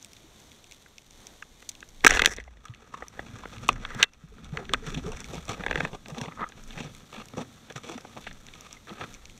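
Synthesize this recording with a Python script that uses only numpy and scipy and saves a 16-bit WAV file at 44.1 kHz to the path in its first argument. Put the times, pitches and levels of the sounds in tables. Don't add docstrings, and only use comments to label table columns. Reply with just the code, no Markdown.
import sys
import numpy as np
from scipy import signal
from scipy.fft import rfft, irfft
from scipy.io import wavfile
from scipy.ndimage import uniform_filter1d

SR = 44100
rng = np.random.default_rng(int(sys.argv[2]) if len(sys.argv) > 2 else 0)


def inscribe(sig):
    pcm = np.round(np.clip(np.atleast_2d(sig).T, -1, 1) * 32767)
    wavfile.write(sys.argv[1], SR, pcm.astype(np.int16))


N = 414099
TIME = np.arange(N) / SR

# (f/Hz, relative level/dB)
SEA_COLOUR = [(35, -54), (60, -3.5), (230, -6), (450, -9.5), (1000, -15), (1620, -18.5), (2100, -17.5),
              (2720, -21.5), (3590, -14.5), (5000, -25.5), (6000, -17.5), (7500, -23.5), (9400, -27.5),
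              (10600, -35), (12000, -29.5), (14600, -37), (16000, -42.5)]
SEA_DB = -56.5

# (t/s, surge level/dB, mount level/dB)
SWAY = [(0.0, -79, -64), (0.15, -66.5, -68), (1.96, -60.5, -63), (2.07, -33.5, -47), (2.25, -35, -36.5),
        (2.32, -56.5, -46), (2.77, -67, -62), (3.61, -59.5, -55), (3.71, -37, -51), (4.24, -63.5, -63),
        (4.55, -52, -45), (4.92, -32.5, -48), (5.0, -47.5, -43.5), (5.46, -57, -52.5), (5.75, -33.5, -48.5),
        (6.04, -54.5, -67), (6.3, -62, -58), (6.59, -48.5, -62), (7.11, -64.5, -66), (8.18, -67, -63),
        (8.34, -45, -60), (8.86, -66.5, -66), (9.26, -49.5, -51.5), (9.39, -59, -59)]
# (t/s, level/dB)
FLOW = [(0.0, -67), (1.7, -69.5), (2.07, -67), (2.19, -59.5), (2.48, -67), (2.77, -61), (3.32, -53.5),
        (3.79, -47.5), (4.03, -58), (4.18, -62), (4.97, -42.5), (5.28, -50.5), (5.75, -50.5), (5.93, -59),
        (6.33, -50), (6.49, -58.5), (7.24, -53), (7.61, -59), (7.95, -54), (8.71, -60), (9.1, -55.5),
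        (9.39, -58.5)]
GUST_DB = 2
BEND_DB = -5.5

# (t/s, peak clack level/dB, peak tick level/dB)
NEAR_SNAPS = [(0.0269, -50, -31.5), (0.0464, -37.5, -31.5), (0.1327, -43.0, -37), (0.4016, -55, -39),
              (0.7214, -36, -31), (0.9818, -35.5, -34), (1.1085, -49.0, -36.5), (1.2691, -39, -26.0),
              (1.7161, -43.0, -38), (1.7515, -39.5, -40), (1.8054, -42.0, -34.5), (1.8892, -51.0, -37.5),
              (2.3362, -35, -30), (2.3646, -44.0, -27.5), (2.3691, -37, -35), (3.0825, -45, -30.5),
              (3.6821, -33, -24.0), (3.729, -36.0, -32), (4.1351, -49, -42.5), (4.4449, -38.5, -39.5),
              (4.8954, -44.0, -39), (5.1702, -37.0, -34), (5.2042, -45, -25), (5.2431, -32.5, -32),
              (5.3444, -38, -32), (5.3548, -39, -33), (5.4536, -46.0, -32), (5.481, -34, -33.0),
              (6.0837, -39, -31.5), (6.4893, -57, -33), (6.6379, -64, -36), (6.9492, -38.5, -35),
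              (7.2565, -50, -35.5), (7.2849, -39.5, -36.5), (7.7239, -42.0, -34), (7.8751, -49.0, -39.0),
              (8.0093, -49, -36.5), (8.3286, -52, -36.5), (8.6089, -54.0, -30), (8.7282, -41, -27),
              (9.1337, -48, -41), (9.1412, -41, -31.5), (9.255, -35.0, -35.0), (9.3772, -52, -38.5)]
FAINT_SNAPS = 16
FAINT_SNAP_LOWEST_DB, FAINT_SNAP_RANGE_DB = -47, 11

# (f/Hz, width/Hz, relative level/dB)
BODY = [(940, 220, -0.5), (1241, 130, 2), (1355, 150, -1), (1630, 190, -1), (2005, 200, 3)]
THUD = [(303, 330, -4), (477, 135, 2.5), (805, 230, -3.5)]
CLACK = [(2227, 180, 2.5), (2552, 140, 2.5), (2748, 190, 0), (3475, 330, 1), (4350, 500, -6)]
TICK = [(5834, 670, 4.5), (6680, 860, -1.5), (6756, 200, 3), (7940, 700, -5.5), (9420, 1200, -13),
        (12470, 450, -17.5), (13700, 2000, -24)]

# (t/s, body level/dB, thud level/dB, clack level/dB, tick level/dB, favoured body f/Hz, contact/s)
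KNOCKS = [(0.166, -58.0, -63.0, -42, -48, 1940.0, 0.0031), (0.86, -42.0, -66.0, -56, -57.0, 1700, 0.002),
          (1.4231, -29.5, -49, -35.5, -41, 1630, 0.0023), (1.6237, -42.0, -51, -45, -47, 1610, 0.0021),
          (1.6905, -49, -60, -34, -23.0, 1960.0, 0.0031), (1.8269, -32, -45.5, -39, -57.0, 1630, 0.00087),
          (2.041, -15, -26, -37, -50.0, 1810, 0.0014), (2.0463, -4, -11.5, -6.5, -10, 1410, 0.0013),
          (2.052, -19, -21, -19.0, -14.0, 1630.0, 0.00048), (2.0648, 1, -10, -2, -6, 1520, 0.0018),
          (2.068, 0, -18, -15, -3.5, 1480, 0.0011), (2.0775, -26, -43.0, -11.5, -9, 1770.0, 0.0011),
          (2.097, -20.0, -31.0, -23, -22, 1750.0, 0.0018), (2.1069, -8.0, -28, -13.5, -8.5, 1760, 0.0015),
          (2.118, -19, -20, -23, -35, 1650.0, 0.0018), (2.127, -24, -26.0, -21, -24, 1680.0, 0.0012),
          (2.1495, -24, -23, -25, -22, 1730.0, 0.00082), (2.1629, -18.0, -26, -27, -28.0, 1680.0, 0.0014),
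          (2.1703, -14, -23, -15, -23, 1470.0, 0.0014), (2.193, -10.5, -29, -13, -21.5, 1480, 0.0032),
          (2.2192, -8, -19.0, -8.5, -18.0, 1890.0, 0.00062), (2.237, -19, -41, -21, -34, 1610, 0.0012),
          (2.2465, -17, -25, -16, -23, 1600.0, 0.0022), (2.2586, -5, -27, -2.0, -3.5, 1760.0, 0.0014),
          (2.273, -24, -23, -22, -25, 1580, 0.0023), (2.3833, -28.0, -31.0, -35, -56, 1850, 0.002),
          (2.4, -31.5, -55.0, -39, -44.5, 1820, 0.0023), (2.4395, -51, -60, -48, -45, 1900, 0.001),
          (2.4769, -44, -41.5, -59, -65.5, 1790.0, 0.0029), (2.57, -50, -52, -52, -55, 1592, 0.0015),
          (2.6533, -40, -56.5, -43, -40.5, 1254, 0.0033), (2.6824, -52, -56, -41, -50.5, 1285, 0.0025),
          (2.7376, -44, -63.5, -43.5, -67, 1840, 0.0015), (2.9386, -30.5, -43.5, -48, -44, 1200.0, 0.0029),
          (2.9442, -37, -51, -41, -45, 1150.0, 0.0031), (3.0224, -29.5, -29.5, -42, -58.0, 1520, 0.0026),
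          (3.1924, -23.5, -25.5, -33, -60, 1600, 0.0019), (3.3866, -41.5, -44, -50, -40, 1640.0, 0.0014),
          (3.4342, -33.0, -54.0, -58, -53.0, 1080, 0.005), (3.4546, -28.0, -30, -40.0, -57, 1490, 0.0013),
          (3.5649, -43, -58, -37.5, -50, 1310, 0.002), (3.634, -40, -41, -41, -61, 1250, 0.0038),
          (3.6889, -7.0, -21, -9, -16.5, 1093, 0.0015), (3.7602, -36.5, -53.0, -46, -49, 1600.0, 0.0033),
          (3.85, -24, -51, -23, -44, 1480, 0.0017), (3.947, -40, -32.5, -38.0, -37, 1530.0, 0.0022),
          (4.013, -30, -44, -48, -41, 1280.0, 0.0015), (4.0281, -13, -32.0, 0, -6.5, 1530, 0.0014),
          (4.0365, -33, -31, -15.5, -23, 1420.0, 0.0016), (4.0417, -30.5, -38, -22, -37, 1843, 0.001),
          (4.3815, -42, -47.5, -57, -64.5, 1360.0, 0.003), (4.5711, -22, -36, -25.5, -35.5, 1430, 0.0017),
          (4.693, -28, -41.0, -29, -45, 1730.0, 0.0013), (4.7355, -13, -18.5, -10.5, -17.5, 1160, 0.0013),
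          (4.7428, -14.5, -23.5, -20.5, -42, 1730, 0.0015), (4.866, -37.5, -50, -33.5, -37, 1460, 0.0036),
          (4.902, -42, -55, -34, -37, 1550.0, 0.0034), (4.9438, -36, -43.0, -27.5, -33.5, 1410, 0.0044),
          (4.9725, -43, -34, -34.5, -40, 1920.0, 0.012), (5.119, -34, -40.0, -36, -34.5, 1000, 0.0018),
          (5.3787, -35.0, -40, -48.0, -59, 1230, 0.0023), (5.491, -34, -46, -30, -30.5, 1770, 0.0064),
          (5.518, -34, -29.5, -36, -34, 1130, 0.0028), (5.6049, -29, -44.0, -38, -51, 1340.0, 0.0041),
          (5.931, -36.0, -36, -38.5, -50, 960.0, 0.0024), (6.058, -40.5, -40, -41, -67.5, 1470.0, 0.0027),
          (6.0996, -43.5, -53, -42.0, -39, 1820.0, 0.0031),
          (6.1454, -40, -42.0, -40.0, -49.0, 1260.0, 0.0023), (6.182, -37, -36, -29.5, -35, 1510.0, 0.0043),
          (6.213, -32.0, -35, -29, -29, 1830, 0.0024), (6.2566, -37, -37, -38, -48, 1960.0, 0.0029),
          (6.2807, -34.5, -33.5, -38.5, -58, 1130, 0.0043), (6.3213, -40, -45, -45, -54, 1900, 0.002),
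          (6.4376, -25.0, -36.5, -46, -61.0, 1320, 0.0014), (6.5206, -42.5, -58, -40, -54, 1500, 0.002),
          (6.7063, -45, -61, -35.0, -50, 1670.0, 0.0028), (6.7762, -33.0, -39, -35.0, -53, 1980, 0.004),
          (6.8031, -35, -33, -33.5, -40.5, 1350.0, 0.006), (7.3356, -41.5, -36, -42.5, -58.5, 1195, 0.0015),
          (7.3797, -35, -32, -35, -46.0, 1130.0, 0.0023), (7.7, -35.5, -35.5, -36, -44.5, 1500.0, 0.0036),
          (7.7599, -35, -30.5, -40, -39.0, 1460.0, 0.0014), (7.895, -40, -32, -37, -36.5, 1320.0, 0.0029),
          (7.9776, -37, -32.5, -36, -36.5, 1450, 0.0031),
          (8.0486, -40, -32.0, -53.0, -54.0, 1010.0, 0.0026), (8.165, -43.0, -41, -47, -57.0, 1440, 0.0036),
          (8.267, -33.5, -33, -33.5, -52, 1600.0, 0.0021), (8.273, -29.5, -46, -37, -54, 1570, 0.0021),
          (8.3104, -38.0, -44.5, -38.5, -55, 1910.0, 0.003), (8.4852, -42.0, -66, -35.5, -65, 1960, 0.0014),
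          (8.8703, -39, -47, -48, -49.5, 1290, 0.002), (8.8934, -40, -54, -34, -49.0, 1180.0, 0.0021),
          (9.01, -30.5, -29, -33, -53, 1810, 0.003)]
CLACK_HZ, CLACK_HZ_PER_DB = 2800, 55.5
# (f/Hz, starting level/dB, time to fall 60 dB/s)
PING = (2700, -45, 0.17)
PING_S = 4.034

# (centre t/s, starting f/Hz, peak level/dB)
WOBBLES = [(0.25, 304, -50), (2.706, 115, -33.5), (3.345, 108, -35), (3.584, 113, -37.5), (3.632, 133, -35),
           (3.762, 103, -39), (3.966, 123, -33.5), (3.972, 230, -35), (4.248, 152.4, -39), (4.33, 430, -50),
           (4.537, 152, -28), (4.62, 380, -40.5), (4.587, 454, -36), (4.71, 397, -36.5), (4.719, 181, -41),
           (4.751, 245, -41), (4.835, 430, -40.5), (4.88, 423, -43), (4.886, 140.4, -30.5),
           (4.932, 405, -41), (4.979, 165, -26.5), (4.977, 255, -29.5), (5.054, 394, -34),
           (5.071, 167, -30), (5.087, 426, -29.5), (5.303, 157, -39.5), (5.348, 182, -41),
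           (5.385, 162, -32.5), (5.5, 118, -34), (5.531, 233, -42.5), (5.607, 182, -34), (5.787, 146, -29),
           (5.844, 167, -28), (5.939, 166, -37), (6.133, 152, -32.5), (6.188, 230, -32),
           (6.222, 251, -32.5), (6.223, 143, -30), (6.286, 166, -34), (6.417, 413, -40), (6.425, 203, -37),
           (6.78, 158, -36), (6.812, 155, -34.5), (6.813, 240, -34.5), (6.857, 147, -32.5),
           (7.189, 219, -36.5), (7.346, 123, -43), (7.345, 245, -38.5), (7.387, 168, -31),
           (7.388, 252, -33), (7.418, 238, -30.5), (7.767, 138, -36), (7.905, 328.2, -36.5),
           (7.964, 243, -33.5), (8.169, 234, -44.5), (8.92, 334, -39), (8.925, 196, -36), (9.015, 157, -41)]
WOBBLE_S = 0.0354

# (t/s at full level, rise/s, hold/s, fall/s, body level/dB, thud level/dB, clack level/dB, tick level/dB,
#  favoured body f/Hz)
RUBS = [(2.048, 0.0087, .002, .025, -35.5, -22.5, -33, -50, 1489),
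        (2.101, 0.048, .03, 0.045, -27, -35, -33.5, -40, 1690),
        (2.154, 0.036, .01, .04, -28.5, -34.5, -36, -36, 1670),
        (2.21, 0.041, 0.013, .05, -40.5, -36, -45, -52, 1740),
        (2.266, 0.025, .055, .05, -40.5, -44.5, -46.5, -43, 1680),
        (2.39, 0.14, .005, 0.055, -48.5, -51, -53, -60, 1764),
        (2.66, .15, .04, .05, -60.5, -73, -66.5, -75, 1220),
        (2.939, 0.055, .08, .12, -50.5, -57.5, -60, -66, 1150),
        (3.19, .14, .005, .2, -55.5, -51.5, -68.5, -66, 1610),
        (3.696, 0.017, .004, .03, -40.5, -34.5, -44, -53, 1152),
        (4.0, 0.25, 0.037, .02, -36.5, -43, -44.5, -59, 1500),
        (4.029, 0.018, 0.0069, .015, -24, -49, -37.5, -54, 1660),
        (4.563, 0.066, .07, .04, -51, -46.5, -68.5, -71, 1400),
        (4.734, 0.042, .01, .05, -42, -43, -46.5, -55, 1436),
        (4.868, 0.093, 0.018, 0.25, -44, -49, -47, -50, 1440),
        (5.071, .08, .01, .12, -52, -44.5, -52.5, -54, 1260),
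        (5.164, 0.072, .01, .2, -48.5, -50, -51, -53, 1495),
        (5.357, 0.16, .005, 0.086, -51.5, -41, -47.5, -52, 1230),
        (5.495, 0.04, 0.016, 0.1, -43.5, -39.5, -43.5, -50, 1233),
        (5.594, .08, 0.19, .05, -52, -43, -53, -63, 1650),
        (5.827, 0.11, .03, 0.052, -41.5, -37, -42.5, -51, 1556),
        (5.943, 0.053, .005, .03, -43, -41, -50, -55, 888),
        (6.08, .04, .1, .05, -57, -46, -56.5, -61, 1200),
        (6.219, 0.056, .02, 0.065, -40.5, -40.5, -46.5, -53, 946),
        (6.322, .03, .005, .04, -45, -59, -71, -80, 1151),
        (6.376, 0.01, .03, 0.037, -37.5, -46.5, -55, -69, 1230),
        (6.418, .03, 0.022, 0.027, -33.5, -42.5, -51, -78, 1257),
        (6.804, 0.22, .05, 0.09, -48, -44.5, -45.5, -52.5, 1435),
        (7.139, .02, 0.078, 0.041, -54.5, -50, -51.5, -63, 1234),
        (7.379, 0.017, 0.039, 0.044, -42, -36, -48, -51, 1250),
        (7.709, .04, .005, .06, -54, -49.5, -56, -68, 1544),
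        (7.762, 0.016, 0.0047, .04, -39, -44, -41.5, -45.5, 1305),
        (7.85, 0.049, .09, .12, -51.5, -48, -50, -55.5, 1316),
        (8.06, 0.027, 0.009, 0.11, -53.5, -52, -53, -56, 1093),
        (8.168, 0.026, .005, 0.063, -44, -40, -51, -59, 1102),
        (8.273, 0.12, 0.0056, 0.058, -52.5, -61, -46, -55, 1610),
        (8.56, .1, .2, .03, -60, -65.5, -56, -61.5, 1239),
        (8.888, 0.035, .04, 0.12, -49.5, -49.5, -52.5, -64, 1322),
        (9.02, 0.052, 0.0053, 0.069, -38, -39, -40, -50.5, 1330)]
RUB_SWING_DB = 25.5
# (t/s, body level/dB)
DRAG = [(2.02, -68.5), (2.5, -66), (2.9, -63), (3.1, -63.5), (3.3, -54.5), (3.7, -51), (4.04, -55.5),
        (4.055, -70.5), (4.5, -58.5), (4.9, -59.5), (5.4, -55.5), (5.9, -64.5), (6.5, -59), (7.0, -62),
        (7.7, -65), (8.3, -61), (8.77, -62.5), (8.82, -71.5), (9.1, -58), (9.39, -73)]
DRAG_GROUPS_DB = [0, -2, -3.5, -8.5]
DRAG_HZ = 1350

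# (centre t/s, starting f/Hz, peak level/dB)
SQUEAKS = [(2.657, 1243, -41.5), (2.728, 1226, -52), (2.946, 1124, -31.5), (2.975, 1127, -49),
           (5.122, 952, -37), (6.468, 1280, -36.5), (8.772, 2070, -45), (9.035, 1310, -45),
           (9.06, 1260, -45)]
SQUEAK_S = .013

# (first t/s, last t/s, period/s, body level/dB, thud level/dB, clack level/dB, tick level/dB,
#  favoured body f/Hz)
RATCHETS = [(5.663, 5.852, .0468, -16.5, -21.5, -22.5, -34, 1630),
            (5.636, 5.775, .0462, -25, -30, -30, -47, 1700),
            (7.127, 7.218, 0.018, -37.5, -43.5, -39.5, -47.5, 1240),
            (11, 8.77, 0.022, -45, -60, -46, -63, 1240)]
RATCHET_SCATTER_DB, RATCHET_JITTER = 1.5, .015
RATCHET_CONTACT_S = .0016

TOP_HZ = 15600


def undb(db):
    return 10 ** (np.asarray(db) / 20)


def unit(x):
    return x / np.sqrt(np.mean(x ** 2))


def ring(x, modes, favoured_hz=None, slope_db=0):
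    y = 0
    for k, (hz, width, db) in enumerate(modes):
        octaves = 0 if favoured_hz is None else np.log2(hz / favoured_hz)
        gain = undb(db - slope_db * np.abs(octaves))
        resonance = signal.iirpeak(hz, hz / width, fs=SR)
        y = y + (-1) ** k * gain * signal.lfilter(*resonance, x)
    edges = 0.57 * modes[0][0], min(1.27 * modes[-1][0], .45 * SR)
    return signal.sosfilt(signal.butter(2, edges, "band", fs=SR, output="sos"), y)


def walk(rate):
    k = int(SR / rate)
    held = np.repeat(rng.standard_normal(N // k + 1), k)
    return 1.81 * uniform_filter1d(uniform_filter1d(held, k), k)[:N]


def grit(rate, spread_db):
    size = np.minimum(rng.exponential(size=N), 3.5)
    struck = rng.random(N) < rate / SR
    return struck * undb(spread_db * size) * rng.choice([-1., 1.], N)


def blows(times, peaks_db, contact, modes, favoured_hz=None, slope_db=24):
    out, t = np.zeros(N + 2048), np.arange(2048) / SR
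    contact = np.clip(contact, 1e-4, .01)[:, None]
    swell = 1 - np.exp(-t / (0.05 * contact))
    chatter = rng.standard_normal((len(times), 2048)) * swell * np.exp(-t / contact)
    chatter[:, 8] += 3.0
    for s, peak_db, rung in zip(times, peaks_db, ring(chatter, modes, favoured_hz, slope_db)):
        i = int(s * SR)
        out[i:i + 2048] += undb(peak_db) * rung / np.abs(rung).max()
    return out[:N]


def sea():
    hz = np.maximum(np.fft.rfftfreq(N, 1 / SR), 1)
    colour_hz, colour_db = np.transpose(SEA_COLOUR)
    colour = undb(np.interp(np.log(hz), np.log(colour_hz), colour_db))
    highpass = signal.butter(2, 2000, "high", fs=SR, output="sos")
    crackle = signal.sosfilt(highpass, unit(grit(500, 2.9)))
    hiss = undb(1.2 * walk(6)) * rng.standard_normal(N)
    source = hiss + 0.88 * undb(3.0 * walk(12)) * crackle
    return undb(SEA_DB) * unit(irfft(rfft(source) * colour, N))


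def sway(thud):
    s, surge_db, mount_db = np.transpose(SWAY)
    flow_db = np.interp(TIME, *np.transpose(FLOW))
    levels = np.interp(TIME, s, surge_db), np.interp(TIME, s, mount_db), flow_db
    # (f/Hz, width/Hz, relative level/dB)
    springs = ([(22, 12, 1), (32.8, 12, -9.0)],
               [(49, 8.5, 2.5), (70.4, 22, -3)],
               [(111, 30, -0.5), (160.0, 35, -1.3), (231, 62, -2.2)])
    gains = [undb(level_db + GUST_DB * walk(11)) for level_db in levels]
    gains[2] = np.hypot(gains[2], undb(BEND_DB) * thud)
    return sum(gain * unit(ring(rng.standard_normal(N), modes)) for gain, modes in zip(gains, springs))


def snaps():
    when, clack, tick = rng.random((FAINT_SNAPS, 3)).T
    faint_clack_db = FAINT_SNAP_LOWEST_DB + FAINT_SNAP_RANGE_DB * clack
    faint_tick_db = FAINT_SNAP_LOWEST_DB + FAINT_SNAP_RANGE_DB * tick
    faint = np.transpose([when * (N - 1) / SR, faint_clack_db, faint_tick_db])
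    s, clack_db, tick_db = np.vstack([NEAR_SNAPS, faint]).T
    short = np.full(len(s), .0005)
    return blows(s, clack_db, short, CLACK) + blows(s, tick_db, short, TICK)


def knocks():
    rows = list(KNOCKS) + ratchets()
    s, body_db, thud_db, clack_db, tick_db, body_hz, contact = np.transpose(rows)
    clack_hz = CLACK_HZ + CLACK_HZ_PER_DB * (clack_db - body_db)
    clack_hz = np.clip(clack_hz, CLACK[0][0], CLACK[-2][0])
    hz, ping_db, t60 = PING
    age = np.maximum(TIME - PING_S, 0)
    ping = undb(ping_db - 60 * age / t60) * np.sin(2 * np.pi * hz * age)
    body = blows(s, body_db, contact, BODY, body_hz[:, None])
    thud = blows(s, thud_db, contact, THUD)
    clack = blows(s, clack_db, contact, CLACK, clack_hz[:, None], slope_db=15.5)
    tick = blows(s, tick_db, contact, TICK)
    return body + thud + ping + clack + tick


def wobbles(table, length):
    out, t = np.zeros(N), np.arange(int(3 * length * SR)) / SR
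    u = t / (0.2 * length)
    envelope = u * np.exp(1 - u)
    for (s, hz, peak_db), (phase, glide) in zip(table, rng.random((len(table), 2))):
        i = int((s - 0.33 * length) * SR)
        cycles = hz * t * (1 + 0.077 * (glide - .5) * t / length)
        out[i:i + len(t)] += undb(peak_db) * envelope * np.sin(2 * np.pi * (phase + cycles))
    return out


def strokes():
    t = TIME[::64]
    drag_db = np.interp(t, *np.transpose(DRAG), left=-120)
    power = undb(drag_db + np.array(DRAG_GROUPS_DB)[:, None]) ** 2
    pitch = DRAG_HZ * power[0]
    for s, rise, hold, fall, *levels, hz in RUBS:
        before = np.maximum(s - t, 0) / max(rise, 1e-3)
        after = np.maximum(t - s - hold, 0) / max(fall, 1e-3)
        part = undb(np.array(levels)[:, None] - RUB_SWING_DB * (before + after)) ** 2
        power, pitch = power + part, pitch + hz * part[0]
    gains = [np.interp(TIME, t, row) for row in np.sqrt(power)]
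    return gains, np.interp(TIME, t, pitch / power[0])


def rubs(gains, body_hz):
    slips, grip, out = unit(grit(450, 3.)), walk(120), 0
    for gain, modes, hz in zip(gains, (BODY, THUD, CLACK, TICK), (body_hz, None, None, None)):
        fine_slips = unit(grit(900, 1.6))
        slip = slips + .5 * fine_slips + 0.67 * rng.standard_normal(N)
        flicker_db = 2.2 * grip + 1.2 * walk(60)
        out = out + gain * unit(ring(undb(flicker_db) * slip, modes, hz, slope_db=20))
    return out


def ratchets():
    rows = []
    for first, last, period, *levels, hz in RATCHETS:
        steps = np.arange(first, last + period / 2, period)
        for s, (late, strong) in zip(steps, rng.standard_normal((40, 2))):
            when = s + RATCHET_JITTER * period * late
            levels_db = np.array(levels) + RATCHET_SCATTER_DB * strong
            rows.append((when, *levels_db, hz, RATCHET_CONTACT_S))
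    return rows


def ducking(heard, knee_db, depth, attack_s, release_s):
    blocks = np.abs(heard[:N // 64 * 64]).reshape(-1, 64).max(axis=1)
    over_db = np.maximum(20 * np.log10(blocks + 1e-9) - knee_db, 0)
    cut, step = np.zeros(len(over_db)), 64 / SR
    for i in range(1, len(cut)):
        lag = attack_s if over_db[i] > cut[i - 1] else release_s
        cut[i] = cut[i - 1] + (over_db[i] - cut[i - 1]) * min(step / lag, 1)
    return undb(-depth * np.interp(TIME, np.arange(len(cut)) * step, cut))


def scene():
    gains, body_hz = strokes()
    near = knocks() + snaps()
    near = near + wobbles(WOBBLES, WOBBLE_S) + wobbles(SQUEAKS, SQUEAK_S)
    near = near + rubs(gains, body_hz) + sway(thud=gains[1])
    gain = ducking(near, knee_db=-9, depth=2.2, attack_s=0.0049, release_s=0.66)
    return (near + sea() * gain)[None]


def record(dry):
    lowpass = signal.ellip(10, .5, 80, TOP_HZ, fs=SR, output="sos")
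    return signal.sosfilt(lowpass, np.clip(dry, -.98, .98))


dry = scene()
out = record(dry)
inscribe(out)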